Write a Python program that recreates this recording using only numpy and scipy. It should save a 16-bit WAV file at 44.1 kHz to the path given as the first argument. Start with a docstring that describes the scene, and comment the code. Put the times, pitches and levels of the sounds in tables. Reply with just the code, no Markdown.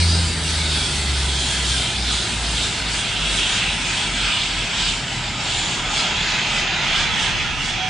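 """A jet airliner stands far off in an open field and its engines spool down.
Its broad rush is grainy noise in many bands, darker as the core slows; stirred air makes the upper rush swell.
Blade rows of the core whine in falling tones, with noise scattered around them.
Two unbalanced fan shafts drone low as sines that drift in and out of step, beside a slower shaft.
Wind buffets the microphone ports as low, uneven noise."""
import sys
import numpy as np
from scipy import signal
from scipy.fft import rfft, irfft, next_fast_len
from scipy.io import wavfile
from scipy.ndimage import uniform_filter1d

SR = 44100
rng = np.random.default_rng(int(sys.argv[2]) if len(sys.argv) > 2 else 0)


def materialize(psi):
    """Save the field psi as 16-bit PCM at rate SR to the path in sys.argv[1].

    A 1-D psi becomes a single channel; in a 2-D psi each row is a channel.
    """
    bounded = np.clip(np.atleast_2d(psi).T, -1, 1)
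    quanta = np.round(bounded * 32767).astype(np.int16)
    wavfile.write(sys.argv[1], SR, quanta)


N = 347949


def undb(db):
    """Decibels to gain."""
    return 10 ** (np.asarray(db) / 20)


def curves(table):
    """Columns of a table after its time column, drawn as straight lines with one value per sample."""
    s, *columns = np.transpose(table)
    return [np.interp(np.arange(N) / SR, s, column) for column in columns]


def at(table, hz):
    """A table's value at a frequency, read on a log-frequency axis."""
    table_hz, values = np.array(table).T
    return np.interp(np.log(hz), np.log(table_hz), values)


def bump(x, middle, width):
    """A smooth hump of height 1 that has dropped to 0.37 half a width from its middle."""
    return np.exp(-(2 * (x - middle) / width) ** 2)


def walk(rate):
    """A smooth random wander: levels held 1 / rate s and averaged twice over that time; spread 1."""
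    hold = int(SR / rate)
    steps = np.repeat(rng.standard_normal(N // hold + 1), hold)
    wander = uniform_filter1d(uniform_filter1d(steps, hold), hold)[:N]
    return wander / wander.std()


def spread(mid, side, pan_db=0):
    """Mid and side to left and right; pan_db raises left over right."""
    return np.array([(mid + side) * undb(pan_db / 2), (mid - side) * undb(-pan_db / 2)])


def core_hz():
    """The core coasts down: its tone falls quickly at first, then ever more slowly towards rest."""
    start_hz, rest_hz, coast_s = 3952, 1189, 5.462
    return rest_hz + (start_hz - rest_hz) * np.exp(-np.arange(N) / SR / coast_s)


def grainy(sound):
    """Random narrow patches of the spectrum swell and fade quickly, giving the rush a grainy texture."""
    patch_db, patch_hz, patch_s = 2.6, 90, .07  # depth; widths of the averaging in frequency and time
    hz, s, frames = signal.stft(sound, SR, nperseg=1024)
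    field = rng.standard_normal(frames.shape[1:])  # one field for both ports
    field = uniform_filter1d(field, round(patch_hz / hz[1]), axis=0)
    field = uniform_filter1d(field, round(patch_s / s[1]), axis=1)
    depth_db = patch_db * np.clip(hz / 1500, 0, 1)[:, None]  # shallower below 1500 Hz
    return signal.istft(frames * undb(depth_db * field / field.std()), SR)[1][:, :N]


def rush(levels, pan_db):
    """Broad jet noise in overlapping bands a fifth of an octave apart; its colour darkens as the core slows."""
    # where each rush level applies: f/Hz
    rush_hz = [700, 2200, 3400, 4900, 7800]
    # colour of the rush while the core is fast: f/Hz, density/dB
    fast = [(25, -11), (100, -4.5), (170, -4.5), (280, -5.5), (480, -6.5), (800, -5.5), (1500, -9),
            (2700, -12.5), (3400, -7), (4500, -5.5), (6000, -12.5), (8000, -11.5), (9500, -12.5),
            (10800, -24)]
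    # colour of the rush when the core is slow: f/Hz, density/dB
    idle = [(25, -1), (100, 2.5), (170, 4.5), (280, -3), (480, -4), (800, 2), (1500, -1), (2700, -2.5),
            (3400, -6), (4500, -14.5), (6000, -17), (8000, -14.5), (9500, -23), (10800, -49.5)]
    # steady dips and humps of the sound path and the microphone: f/Hz, width/Hz, gain/dB
    path = [(520, 160, -4), (1120, 170, -8), (1850, 250, -2.5), (2600, 600, 1.5), (3400, 750, 2.5)]
    # how wide the rush sounds: f/Hz, side minus mid/dB
    side_db = [(40, -21), (90, -24), (190, -21), (340, -22), (600, -24), (1060, -12), (1880, -11.5),
               (2600, -8), (3400, -11), (4400, -10), (5950, -6), (8000, -7.5), (10600, -16)]
    # how much of the left-right lean each pitch gets: f/Hz, share/1
    pan_share = [(1800, 0), (2600, 0.17), (3400, 1.3), (4000, -0.46), (5500, 0)]
    rumble_db = -32  # steady exhaust rumble below the roar
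    # flicker from eddies: shared by all bands, each band's own, extra of its own in the treble
    shimmer_db, grain_db, high_grain_db = 1.2, 1.0, .1

    size = next_fast_len(N)
    noise_hz = np.arange(1, size // 2 + 2) * SR / size
    octave = np.log2(noise_hz)
    path_db = sum(db * bump(noise_hz, hz, width) for hz, width, db in path)
    spectra = rfft(rng.standard_normal((2, size))) * undb(path_db)

    slowed = np.clip((3500 - core_hz()) / (3500 - 1950), -.3, 1.1)  # 0 is fast, 1 is slow

    def colour(hz):
        return (1 - slowed) * at(fast, hz) + slowed * at(idle, hz)

    anchors = [150] + rush_hz
    # each level covers a stretch this many Hz wide, so the width comes off it to give a density
    widths_db = 10 * np.log10([200, 1200, 1400, 1100, 2000, 4500])
    lift = [db - width_db - colour(hz) for db, width_db, hz in zip([rumble_db] + levels, widths_db, anchors)]

    out, shimmer = 0, walk(17)
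    for centre in np.arange(4.5, 13.6, .2):
        hz = 2 ** centre
        window = np.cos(np.pi / 2 * np.clip((octave - centre) * 5, -1, 1)) ** 2
        mid, side = irfft(spectra * window, size)[:, :N] * np.sqrt(SR / 2)  # to density per Hz
        # blend the lifts of the two nearest anchors
        shares = [np.interp(np.log(hz), np.log(anchors), one) for one in np.eye(len(anchors))]
        db = colour(hz) + sum(share * one for share, one in zip(shares, lift) if share)
        high = min(hz / 7900.0, 1)  # short waves feel the eddies most
        db = db + high * shimmer_db * shimmer + (grain_db + high_grain_db * high) * walk(16)
        out = out + undb(db) * spread(mid, undb(at(side_db, hz)) * side, pan_db * at(pan_share, hz))
    return grainy(out)


def tone(hz, db, flutter_db, smear):
    """A sine whose level and phase waver as the air along the path stirs."""
    phase = 2 * np.pi * np.cumsum(hz) / SR
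    gain = np.sqrt(2) * undb(db + flutter_db * walk(16))
    return gain * np.sin(phase + smear * walk(25))


def band(hz, width_hz):
    """Noise in a band whose centre moves: slow noise shifted up to the moving pitch; rms 1."""
    low_pass = signal.butter(2, width_hz / 2, fs=SR, output="sos")
    slow = signal.sosfilt(low_pass, rng.standard_normal((2, N)))
    carrier = np.exp(2j * np.pi * np.cumsum(hz) / SR)
    noise = np.real(carrier * (slow[0] + 1j * slow[1]))
    return noise / noise.std()


def whine(pan_db):
    """Blade-passing and nearby tones of the core, each in a skirt scattered by turbulence; the turbine band."""
    # pitch of each blade row or sound beside it: name, multiple of the core tone/1
    row_multiples = {"first": .997, "second": 1.2375, "third": 1.5381, "fourth": 1.7975, "under first":
                     .955, "under second": 1.2155, "over second": 1.325, "low": .406, "high": 2.1,
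                     "turbine": 3.29}
    # moments when a whistle or short hissing surge stands out of the rush: pitch name, middle t/s, length/s,
    # level/dB
    whistles = [("first", 0.09, 0.24, -33), ("second", 0.16, .4, -32.5), ("first", 0.69, 0.24, -34.5),
                ("second", 0.8, 0.3, -43), ("first", 1.33, 0.12, -36), ("under first", 1.4, .16, -36),
                ("first", 1.56, 0.3, -33.5), ("first", 1.82, .16, -35), ("over second", 2.14, .12, -34),
                ("second", 2.2, 0.12, -39), ("second", 2.62, 0.2, -39), ("first", 3.3, 0.3, -42),
                ("under second", 3.57, 0.3, -33.5), ("second", 4.35, .25, -40), ("low", 7.84, .16, -40),
                ("high", .15, .3, -39), ("turbine", 5.65, .2, -38), ("fourth", 5.65, .4, -43),
                ("third", 6.05, 0.3, -41), ("second", 6.55, 0.3, -41), ("third", 6.5, .3, -40),
                ("first", 6.5, 0.6, -42), ("fourth", 6.6, .15, -44), ("fourth", 7.0, 0.3, -37),
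                ("fourth", 7.38, .3, -38), ("fourth", 7.75, 0.3, -39)]
    # broad humps of scattered sound around the first two rows: t/s, first level/dB, second level/dB
    humps = [(0, -42, -44), (.4, -37, -43), (.8, -33, -34), (1.2, -38, -45), (1.6, -39, -46),
             (2.1, -37, -33), (2.6, -35, -36), (2.85, -35, -39), (3.2, -33, -37), (3.4, -37, -34),
             (3.65, -31, -34), (3.9, -34, -38), (4.3, -42, -33), (4.55, -36, -39), (4.85, -41, -36),
             (5.4, -41, -37), (7.89, -43, -39)]
    # a high turbine tone scattered into a band: t/s, multiple of the core tone/1, level/dB
    turbine = [(0, 2.2, -37), (1, 2.3, -37), (2.5, 2.9, -90), (4, 3.25, -38), (4.5, 3.25, -41.5),
               (4.9, 3.25, -38), (5.25, 3.25, -39), (5.65, 3.27, -34), (6, 3.25, -38), (6.4, 3.25, -38.5),
               (7.89, 3.25, -42)]
    buried_db = -52  # level at each pitch between these moments
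    flutter_db, smear, skirt_db, skirt_hz = 2.5, .5, -9, 120  # smear in radians; skirt relative to its tone

    hz, t = core_hz(), np.arange(N) / SR
    tones = 0
    for name, row in row_multiples.items():
        swells = sum(undb(db) * bump(t, s, length) for r, s, length, db in whistles if r == name)
        gain = undb(buried_db) + swells
        skirt = undb(skirt_db) * band(hz * row, skirt_hz)
        tones = tones + gain * (tone(hz * row, 0, flutter_db, smear) + skirt)
    for row, db in zip((1.0, 1.29), curves(humps)):  # hump centres over the core tone
        tones = tones + undb(db) * band(hz * row, 550)
    multiple, db = curves(turbine)
    turbine_mid = band(hz * multiple, 1130)
    turbine_side = undb(-11) * band(hz * multiple, 840)
    return spread(tones, 0, pan_db) + undb(db) * spread(turbine_mid, turbine_side)


def shafts():
    """Once-a-turn drone of the unbalanced shafts; the two fans throb as they fall in and out of step."""
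    # two fan shafts: t/s, mean turns f/Hz, level in step/dB, second minus first fan/dB, second harmonic level/dB
    fan = [(0.0, 85.5, -15.5, -10, -29.5), (.39, 81.3, -22, -7, -33.5), (.65, 77.7, -24, -6, -39),
           (1.12, 70.1, -22, -9, -36), (1.6, 64.4, -24, -7, -38), (1.9, 61.1, -25, 0, -37),
           (2.2, 58.3, -26, 2, -38), (2.54, 55.54, -26, 3, -45), (2.94, 52.7, -30.5, 0, -43),
           (3.24, 50.7, -27, -3, -46), (3.79, 47, -33.5, -6, -48), (4.22, 44.7, -29.5, -4, -48),
           (4.58, 43.2, -31.5, -3, -50), (4.9, 42, -32.5, -2, -53), (5.3, 40.3, -36.5, -1, -50),
           (5.89, 38.9, -33.5, -1, -50), (6.27, 36.8, -36.5, -2, -50), (6.63, 34.9, -34, -2, -50),
           (6.98, 33.57, -36.5, -1, -50), (7.35, 33, -41, 0, -50), (7.68, 32.6, -36.5, -1, -51),
           (7.89, 32.3, -39, -1, -51)]
    # turns that the second fan has gained on the first, opposed at each half turn: t/s, lead/turns
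    lead_table = [(0, -.2), (.39, .5), (.88, 1.5), (1.5, 2.5), (1.9, 3.5), (2.26, 4.5), (2.74, 5.5),
                  (3.08, 6.5), (4.01, 8.5), (4.76, 10.5), (6.07, 14.5), (6.8, 16.5), (7.2, 17.5),
                  (7.49, 18.5), (7.89, 19.7)]
    # a slower shaft, heard early: t/s, turns f/Hz, level/dB
    slow_shaft = [(0, 54.9, -37), (.6, 52.3, -36), (1.3, 48.04, -40), (1.8, 45.13, -60), (2.4, 42, -62)]

    hz, db, second_fan_db, harmonic_db = curves(fan)
    turns, lead, second_fan = np.cumsum(hz) / SR, curves(lead_table)[0], undb(second_fan_db)
    pair = np.sin(2 * np.pi * (turns - lead / 2)) + second_fan * np.sin(2 * np.pi * (turns + lead / 2))
    slow_hz, slow_db = curves(slow_shaft)
    overtones = tone(2 * hz, harmonic_db, 1.5, .2)
    # the third harmonic shows briefly, around 5.3 s
    swell = bump(np.arange(N) / SR, 5.3, .8)
    overtones = overtones + swell * tone(3 * hz, -39, 1.5, .2)
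    drone = np.sqrt(2) * undb(db) * pair / (1 + second_fan) + overtones + tone(slow_hz, slow_db, 1.3, .2)
    return spread(drone, 1.5 * np.gradient(drone))  # the slope as side: left hears it about 3 samples early


def wind():
    """Low rumble of gusts, pushing the two ports mostly against each other."""
    # wind on the microphone ports, before buffeting and sharing out: t/s, level/dB
    gusts = [(0, -45), (.4, -70), (2, -57), (2.9, -49), (3.35, -40), (3.7, -53), (4.9, -54), (5.4, -47),
             (6.3, -50), (6.8, -44.5), (7.1, -34.5), (7.89, -41.5)]
    top_hz, buffet_db = 140, 2  # top of the rumble; spread of the buffeting
    mid_db, left_db = -2, 3  # trim of the part common to both ports; left over right
    rumble_filter = signal.butter(2, [20, top_hz], "band", fs=SR, output="sos")
    rumble = signal.sosfilt(rumble_filter, rng.standard_normal((2, N)))
    buffeting = buffet_db * np.array([walk(6.8), walk(6.7)])
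    mid, side = rumble / rumble.std() * undb(curves(gusts)[0] + buffeting)
    return spread(undb(mid_db) * mid, side, left_db)


def scene():
    """Rush, whine and shaft drone, nearly straight ahead, and wind; moving air sways the rush and whine."""
    # rush in average air: t/s, exhaust roar level/dB, low rush level/dB, main rush level/dB, hiss level/dB,
    # top hiss level/dB, left minus right/dB
    average_rush = [(0, -34, -30.5, -29.5, -28.5, -34, 0), (1, -34.5, -31.5, -31, -32, -32.5, -3),
                    (2, -34.5, -32.5, -31, -32.5, -32.5, -2), (2.8, -33, -30, -30, -30.5, -31.5, -2),
                    (3.5, -32.5, -28, -27, -30.5, -28.5, -1.5), (4.3, -34, -29.5, -28, -32.5, -36.5, -2),
                    (5.1, -34, -31.5, -32, -31.5, -38, -2), (5.8, -30, -30, -27.5, -32.5, -38, -3),
                    (6.5, -30, -28, -32.5, -31.5, -40.5, -3), (7.2, -30.5, -26, -29, -31, -35, -6.5),
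                    (7.89, -36, -32, -33.5, -38, -45, -7)]
    # upper rush as the air carries it, used as swings about the mean: t/s, level/dB, treble minus level/dB
    air = [(0.0, -24, -3), (0.04, -27.5, 1.5), (0.17, -26.5, -3.5), (0.24, -29, 0), (0.74, -24.5, -6.5),
           (0.99, -26, -4.5), (1.84, -23, -4.5), (2.02, -27, -6), (2.11, -23, -4.5), (2.42, -28.5, -1.5),
           (2.64, -22.5, -5.5), (2.72, -28, -4.5), (2.83, -28, -7.5), (3.01, -27.5, -3.5),
           (3.05, -25.5, -7), (3.14, -30.5, -3), (3.16, -26.5, -11), (3.34, -27.5, -3), (3.42, -24.5, -7),
           (3.66, -24.5, -9), (3.78, -29.5, -4.5), (3.87, -28.5, -1), (4.02, -25, -3.5), (4.11, -30.5, -1),
           (4.22, -22, -6), (4.33, -23, -5.5), (4.5, -25, -4.5), (4.7, -28.5, -4.5), (4.79, -20.5, -7),
           (4.9, -22, -6), (5.01, -30.5, 0.5), (5.36, -29.5, -7), (5.51, -25.5, -2), (5.73, -28, 1.5),
           (5.84, -32, -0.5), (6.0, -22, -1.5), (6.13, -25.5, -11.5), (6.2, -22, -11), (6.57, -23.5, -3.5),
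           (6.72, -24, -19), (7.03, -22.5, -4.5), (7.1, -26.5, -13), (7.23, -24.5, -4), (7.49, -26, -10.5),
           (7.56, -32, -1.5), (7.65, -27, 2), (7.87, -22.5, -10), (7.89, -23.5, 3)]
    # how far roar, low rush, main rush, hiss and top hiss follow the air's level: depth/dB per dB
    air_depth = [0.18, 0.25, 0.95, 0.94, 0.91]
    # and how far the same five follow its treble: depth/dB per dB
    treble_depth = [0.091, 0, 0.072, 0.46, 0.88]
    *levels, pan_db = curves(average_rush)
    air_db, treble_db = (column - column.mean() for column in curves(air))
    levels = [db + a * air_db + b * treble_db for db, a, b in zip(levels, air_depth, treble_depth)]
    return rush(levels, pan_db) + whine(pan_db) * undb(0.65 * air_db) + shafts() + wind()


def record(dry):
    """The recorder steeply cuts the top, above 10850 Hz."""
    return signal.sosfilt(signal.ellip(14, .2, 90, 10850, fs=SR, output="sos"), dry)


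dry = scene()
out = record(dry)
materialize(out)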